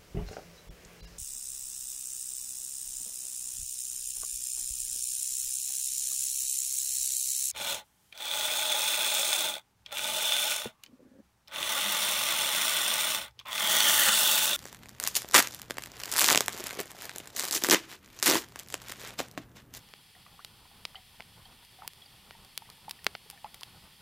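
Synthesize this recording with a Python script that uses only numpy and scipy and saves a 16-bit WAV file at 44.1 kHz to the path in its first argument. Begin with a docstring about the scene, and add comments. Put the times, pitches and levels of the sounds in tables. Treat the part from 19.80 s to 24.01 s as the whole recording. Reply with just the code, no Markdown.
"""Wood pops and ticks in a small, close campfire of damp conifer branches on a still night in the snow.
Pops are filtered pressure spikes with splinters and a ground bounce; ticks are random resonated clicks.
Moisture bubbles out of the boughs in short plips: gliding, fading sines with a spatter of noise.
Steam hisses softly as coloured noise and narrow jets over the low flutter of the flames, also noise.
A faint dull tail follows pops, plips and ticks; faint steady microphone hiss lies beneath."""
import sys
import numpy as np
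from scipy import signal
from scipy.fft import rfft, irfft
from scipy.io import wavfile

SR = 44100
rng = np.random.default_rng(int(sys.argv[2]) if len(sys.argv) > 2 else 0)


def waveform_to_disk(signal):
    """Save audio, clipped to [-1, 1], as 16-bit WAV at the path in sys.argv[1]."""
    frames = np.transpose(np.atleast_2d(signal))
    scaled = np.clip(frames, -1, 1) * 32767
    samples = np.round(scaled).astype(np.int16)
    wavfile.write(sys.argv[1], SR, samples)


N = 185728

# Spectrum of the flames. Each row: frequency in Hz, relative density in dB per Hz.
FLAME_SPECTRUM = [(12, -21), (20, 2.5), (33, -4.5), (102, -2), (178, -4), (202, -5.5), (251, -11.5),
                  (301, -15.5), (380, -13.5), (653, -17.5), (702, -15), (797, -10.5), (1100, -13.5),
                  (1370, -16), (1500, -14), (1950, -53), (3300, -120)]


def from_db(db):
    """Decibels to gain."""
    return 10 ** (np.asarray(db) / 20)


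def rms_one(x):
    """Scale to an rms of 1."""
    return x / np.sqrt(np.mean(x ** 2) + 1e-20)


def at_hz(points, hz):
    """Read a spectrum on a log-frequency axis."""
    f, value = np.transpose(points)
    return np.interp(np.log(hz + 1e-3), np.log(f), value)


def cut(x, hz, kind, order=2):
    """Butterworth low- or high-pass."""
    sos = signal.butter(order, min(hz, SR / 2 - 1000), kind, fs=SR, output="sos")
    return signal.sosfilt(sos, x)


def resonate(x, hz, width_hz):
    """Two-pole resonance with a gain of 1 on top."""
    r = np.exp(-np.pi * width_hz / SR)
    zeros = np.array([1, 0, -1]) * (1 - r * r) / 2
    poles = [1, -2 * r * np.cos(2 * np.pi * hz / SR), r * r]
    return signal.lfilter(zeros, poles, x + 1e-18)


def drift(rate_hz):
    """Slow random drift with an rms of 1: white noise weakened above rate_hz."""
    hz = np.fft.rfftfreq(N, 1 / SR)
    white = rfft(rng.standard_normal(N))
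    return rms_one(irfft(white / (1 + (hz / rate_hz) ** 2), N))


def noise(spectrum):
    """Coloured noise of rms 1."""
    hz = np.fft.rfftfreq(N, 1 / SR)
    white = rfft(rng.standard_normal(N))
    return rms_one(irfft(white * from_db(at_hz(spectrum, hz)), N))


def add(track, s, sound):
    """Mix a short sound into a track at time s."""
    i = max(0, int(round(s * SR)))
    part = sound[..., :max(0, N - i)]
    track[..., i:i + part.shape[-1]] += part


def stereo(mid, side):
    """Left and right from mid and side."""
    return np.array([mid + side, mid - side])


def scatter(t, fade_s):
    """A dying cloud of tiny reflections with unit energy."""
    onset = 1 - np.exp(-t / 0.00022)
    cloud = rng.standard_normal(len(t)) * np.exp(-t / fade_s) * onset
    return cloud / np.sqrt(np.sum(cloud ** 2))


def pop_spike(click, peak_db, sharp_hz, twig_hz):
    """A bursting pocket's pressure spike: dull if big, with a fibre snap, coloured by twig and pile."""
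    # Peaks and dips from the pile of sticks. Each row: frequency in Hz, width in Hz, gain in dB.
    pile_peaks = [(180, 67, 4), (292, 113, -21), (409, 50, 3.5), (1100, 200, -0.5), (1540, 990, -4),
                  (3740, 350, -7), (4800, 370, 4.5), (6500, 6800, -8)]
    snap_db, twig_q = -19, 2.0
    bass_edge_hz, bass_share = 175, 0.082   # the sharper the pop, the higher its bass ends
    # twigs of middling size ring most
    twig_best_db, twig_best_hz, twig_db_per_octave = 8, 3320, 5.5
    twig_db = twig_best_db - twig_db_per_octave * abs(np.log2(twig_hz / twig_best_hz))

    snap = from_db(snap_db) * sharp_hz / 6000 * resonate(click, 9100, 2200)
    spike = cut(click, sharp_hz, "low") + snap
    spike = cut(spike, bass_edge_hz + bass_share * sharp_hz, "high", order=1)
    for hz, width_hz, db in [(twig_hz, twig_hz / twig_q, twig_db), *pile_peaks]:
        spike = spike + (from_db(db) - 1) * resonate(spike, hz, width_hz)
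    return -from_db(peak_db) * spike / np.abs(spike).max()


def ground_bounce(click, sharp_hz):
    """A delayed, duller copy off the ground, weaker for sharper pops."""
    delay_s, strongest_db, weakest_db = 0.001353, -2, -26
    db_per_octave, knee_hz = 25, 2260   # weakens as sharpness rises above the knee
    db = strongest_db - db_per_octave * np.log2(sharp_hz / knee_hz)
    gain = from_db(np.clip(db, weakest_db, strongest_db))
    return gain * cut(np.roll(click, int(delay_s * SR)), 8400, "low")


def pops():
    """Steam pockets burst: each spike is convolved with itself direct, its bounce and its splinters."""
    # Bursts in the wood. Each row: start in seconds, spike peak in dB, sharpness in Hz,
    # twig resonance in Hz, splintering in dB relative to the spike.
    bursts = [ (0.088, -41, 6500, 4600, 3), (0.1379, -28, 3670, 720, -27), (0.6479, -20, 10100, 3400, -8),
              (1.0526, -15.5, 5700, 3740, -8), (1.3994, -38, 880, 400, -21),
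              (1.4055, -26, 2920, 2140, -6.5), (1.4227, -37, 3800, 3400, -9),
              (1.8499, -36.5, 11000, 4800, -20), (2.0776, -14.5, 13800, 11500, -10.5),
              (2.1344, -33, 11000, 3960, -16), (2.5089, -28.5, 2870, 750, -11),
              (2.6486, -34, 11500, 4400, -5), (2.7770, -11.5, 12600, 3600, -10),
              (2.901, -28, 11500, 3970, -5), (3.0951, -22.5, 13100, 3300, -2),
              (3.1101, -19, 12400, 3670, 3), (3.2447, -24.5, 14100, 9000, -2.5),
              (3.2666, -3.5, 4840, 1900, -8.5), (3.3516, -21, 2400, 4340, -5.5),
              (3.5010, -21.5, 11800, 8800, -4), (3.5107, -29.5, 12800, 10000, -5),
              (3.6445, -36.5, 4530, 3000, -3), (3.7441, -27.5, 13300, 3200, 2),
              (3.81, -26.5, 10000, 4800, -11), (3.8331, -20, 7850, 3140, -5.5), ]
    splinter_s, splinter_low_hz, side_db = 0.0021, 600, -20
    out, t = np.zeros((2, N)), np.arange(SR // 40) / SR
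    click = 1.0 * (t == 0)
    for s, peak_db, sharp_hz, twig_hz, splinter_db in bursts:
        spike = pop_spike(click, peak_db, sharp_hz, twig_hz)
        splinters = from_db(splinter_db) * cut(scatter(t, splinter_s), splinter_low_hz, "high")
        mid = click + ground_bounce(click, sharp_hz) + splinters
        side = from_db(side_db) * cut(scatter(t, splinter_s), 13500, "high", order=1)
        add(out, s, signal.fftconvolve(stereo(mid, side), spike[None], axes=1))
    return out


def sizzle():
    """Needles and bark tick at random, most of them barely above the steam."""
    ticks_per_s, least_db, spread_db = 60, -53, 2.2   # click levels ahead of the resonances
    sizes = from_db(least_db + spread_db * np.minimum(rng.exponential(1, N), 3))
    clicks = sizes * (rng.random(N) < ticks_per_s / SR)
    woody_ticks = 2 * resonate(clicks, 2700, 1450)
    thin_snaps = resonate(clicks, 11000, 5000)
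    t = np.arange(SR // 100) / SR
    smear = (t == 0) + scatter(t, 0.0022)
    return signal.fftconvolve(woody_ticks + thin_snaps, smear)[:N]


def bubble(tone_db, hz, fade_s, glide):
    """A bubble swells, rings while its pitch slides, spatters as it opens and stirs the hollows."""
    # Hollows between the logs. Each row: frequency in Hz, width in Hz, gain in dB.
    hollow_modes = [(750, 70, -13.5), (1920, 160, -15.5)]
    swell_share, longest_swell_s = 0.43, 0.0029   # share of the fade time, up to a limit
    # spatter and gurgle grow more slowly than the tone; their levels hold at middling_db
    middling_db, burst_follows = -37, 0.47
    spatter_db, spatter_width_hz, spatter_top_hz = -55.5, 920, 3400   # rms ahead of the envelope
    gurgle_db, gurgle_fade_s = -49.5, 0.025   # ahead of each hollow's gain

    t = np.arange(SR // 8) / SR
    swell_s = min(swell_share * fade_s, longest_swell_s)
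    swell = np.sin(np.pi / 2 * np.minimum(t / swell_s, 1)) ** 2
    envelope = swell * np.exp(-np.maximum(t - swell_s, 0) / fade_s)
    pitch_hz = hz * 2 ** np.clip(glide * t, -1, 1)
    tone = from_db(tone_db) * np.sin(2 * np.pi * np.cumsum(pitch_hz) / SR)

    burst = from_db(burst_follows * (tone_db - middling_db))
    white = rng.standard_normal(len(t))
    spatter = resonate(white, min(1.34 * hz, 4200), spatter_width_hz)
    spatter = from_db(spatter_db) * rms_one(cut(spatter, spatter_top_hz, "low"))
    gurgle = sum(from_db(gurgle_db + db) * rms_one(resonate(white, f, width_hz))
                 for f, width_hz, db in hollow_modes)
    gurgle_envelope = swell * np.exp(-t / gurgle_fade_s)
    return envelope * (tone + burst * spatter) + gurgle_envelope * burst * gurgle


def bubbling():
    """Clear plips of the wet boughs among faint random ones, most of them low and rising."""
    # Bubbles. 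Each row: start in seconds, tone level in dB ahead of its envelope, starting pitch in Hz,
    # fade time in seconds, glide in octaves per second.
    clear_plips = [ (0.350, -51, 1920, 0.0042, -5), (0.463, -46, 1130, 0.0034, 12),
                   (0.464, -51, 1950, .0033, 8), (0.592, -40.5, 1100, 0.0027, 13),
                   (0.600, -48, 1250, .005, 42), (0.851, -52, 990, 0.0044, 2), (0.912, -52, 745, .0057, 11),
                   (1.1465, -38.5, 1280, 0.0012, 10), (1.148, -51, 778, 0.031, -1),
                   (1.154, -49.5, 4510, 0.0041, 2), (1.1555, -34, 3000, 0.0024, 4),
                   (1.161, -44, 3230, 0.004, -5), (1.158, -51, 1964, .012, 6.5),
                   (1.653, -46, 4450, 0.0024, -4), (1.654, -47, 3170, .0065, 3), (1.655, -56, 753, .014, 1),
                   (1.986, -49.5, 750, 0.02, 1), (2.020, -38.5, 1245, 0.0021, 6),
                   (2.021, -42, 850, 0.0043, 3), (2.031, -43, 833, 0.0064, 1),
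                   (2.046, -43, 877, 0.0055, 17), (2.218, -45, 3350, 0.0076, -1.5),
                   (2.259, -47.5, 4620, 0.0043, 7), (2.524, -55, 1875, .012, 0),
                   (2.549, -50.5, 904, 0.008, 0), (2.820, -44, 882, 0.0055, 5),
                   (2.890, -45, 980, 0.0024, 7), (2.905, -54, 1150, .0036, 20),
                   (3.0806, -33.5, 800, 0.0047, 23), (3.189, -53, 1810, .005, 5),
                   (3.459, -54, 432, 0.0057, 1), (3.528, -55, 843, 0.033, -5), (3.575, -50, 1790, .005, -1),
                   (3.6438, -30, 880, 0.005, -7), (3.650, -51, 678, .022, 1), (3.657, -43, 876, 0.0071, 45),
                   (3.816, -46.5, 954, 0.0054, 25), (4.024, -62, 850, 0.0033, -21), ]
    faint_count, faintest_db = 16, -63
    out = np.zeros(N)
    for s, *shape in clear_plips:
        add(out, s, bubble(*shape))
    for when, size, pitch, rise in rng.random((faint_count, 4)):
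        hz = 700 * 3 ** (pitch ** 2)
        add(out, when * N / SR, bubble(faintest_db + 4 * size, hz, 0.013, 20 * rise))
    return out


def clearing(x):
    """Snow swallows nearly everything; trunks return a faint, dull tail."""
    wet_db, fade_s, top_hz = -29, 0.034, 5000
    t = np.arange(SR // 4) / SR
    tail = cut(stereo(scatter(t, fade_s), 0.14 * scatter(t, fade_s)), top_hz, "low")
    return x + from_db(wet_db) * signal.fftconvolve(x, tail, axes=1)[:, :N]


def steam(t):
    """Escaping steam: broad hiss plus narrow jets, flickering and slowly gaining strength."""
    # Spectrum of the hiss. Each row: frequency in Hz, relative density in dB per Hz.
    hiss_spectrum = [(880, -34), (1500, -22), (1720, -4.5), (1880, -4), (2130, -5.5), (2720, -2.5),
                     (3310, -2), (4140, -5.5), (4940, -4), (5830, -13), (6890, -15.5), (9230, -8.5),
                     (11400, -10.5), (14500, -13), (15500, -18)]
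    # Narrow jets. Each row: frequency in Hz, width in Hz, rms in dB ahead of the flicker and rise.
    jet_bands = [(3294, 260, -67.5), (4430, 190, -72)]
    hiss_db, rise_db_per_s, flicker_db, flicker_hz = -60, 0.35, 0.5, 29
    jets = sum(from_db(db) * rms_one(resonate(rng.standard_normal(N), hz, width_hz))
               for hz, width_hz, db in jet_bands)
    level_db = rise_db_per_s * (t - t.mean()) + flicker_db * drift(flicker_hz)
    return from_db(level_db) * (from_db(hiss_db) * noise(hiss_spectrum) + jets)


def flames(t):
    """Low turbulent flutter: coloured noise with a drifting level that slowly gains strength."""
    mid_db, rise_db_per_s, flicker_db, flicker_hz = -62.5, 0.32, 2.67, 7.3
    level_db = mid_db + rise_db_per_s * (t - t.mean()) + flicker_db * drift(flicker_hz)
    return from_db(level_db) * cut(noise(FLAME_SPECTRUM), 30, "high", order=1)


def flare(t):
    """One tongue of flame swells and sinks with a deep flutter."""
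    middle_s, half_length_s, peak_rms_db, top_hz = 1.4, 0.7, -67, 110
    swell = np.exp(-((t - middle_s) / half_length_s) ** 2)
    return from_db(peak_rms_db) * swell * rms_one(cut(noise(FLAME_SPECTRUM), top_hz, "low"))


def mic_hiss():
    """Faint steady microphone hiss, opposite in the two channels: coloured noise for the side signal."""
    # Spectrum of the microphone hiss. Each row: frequency in Hz, relative density in dB per Hz.
    mic_hiss_spectrum = [(30, -2), (130, -4), (300, -7), (900, -6), (1600, -9), (7000, -9), (10000, -6.5),
                         (15000, -9.5)]
    return from_db(-69.5) * noise(mic_hiss_spectrum)


def scene():
    """Pops, plips and ticks over the bed of flame and steam."""
    t = np.arange(N) / SR
    events = clearing(pops() + bubbling() + sizzle())
    bed = flames(t) + flare(t) + steam(t)
    return events + stereo(bed, mic_hiss())


def record(dry):
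    """Steep elliptic low-pass at 15.8 kHz."""
    sos = signal.ellip(10, 0.1, 70, 15800, fs=SR, output="sos")
    return signal.sosfilt(sos, dry)


dry = scene()
out = record(dry)
waveform_to_disk(out)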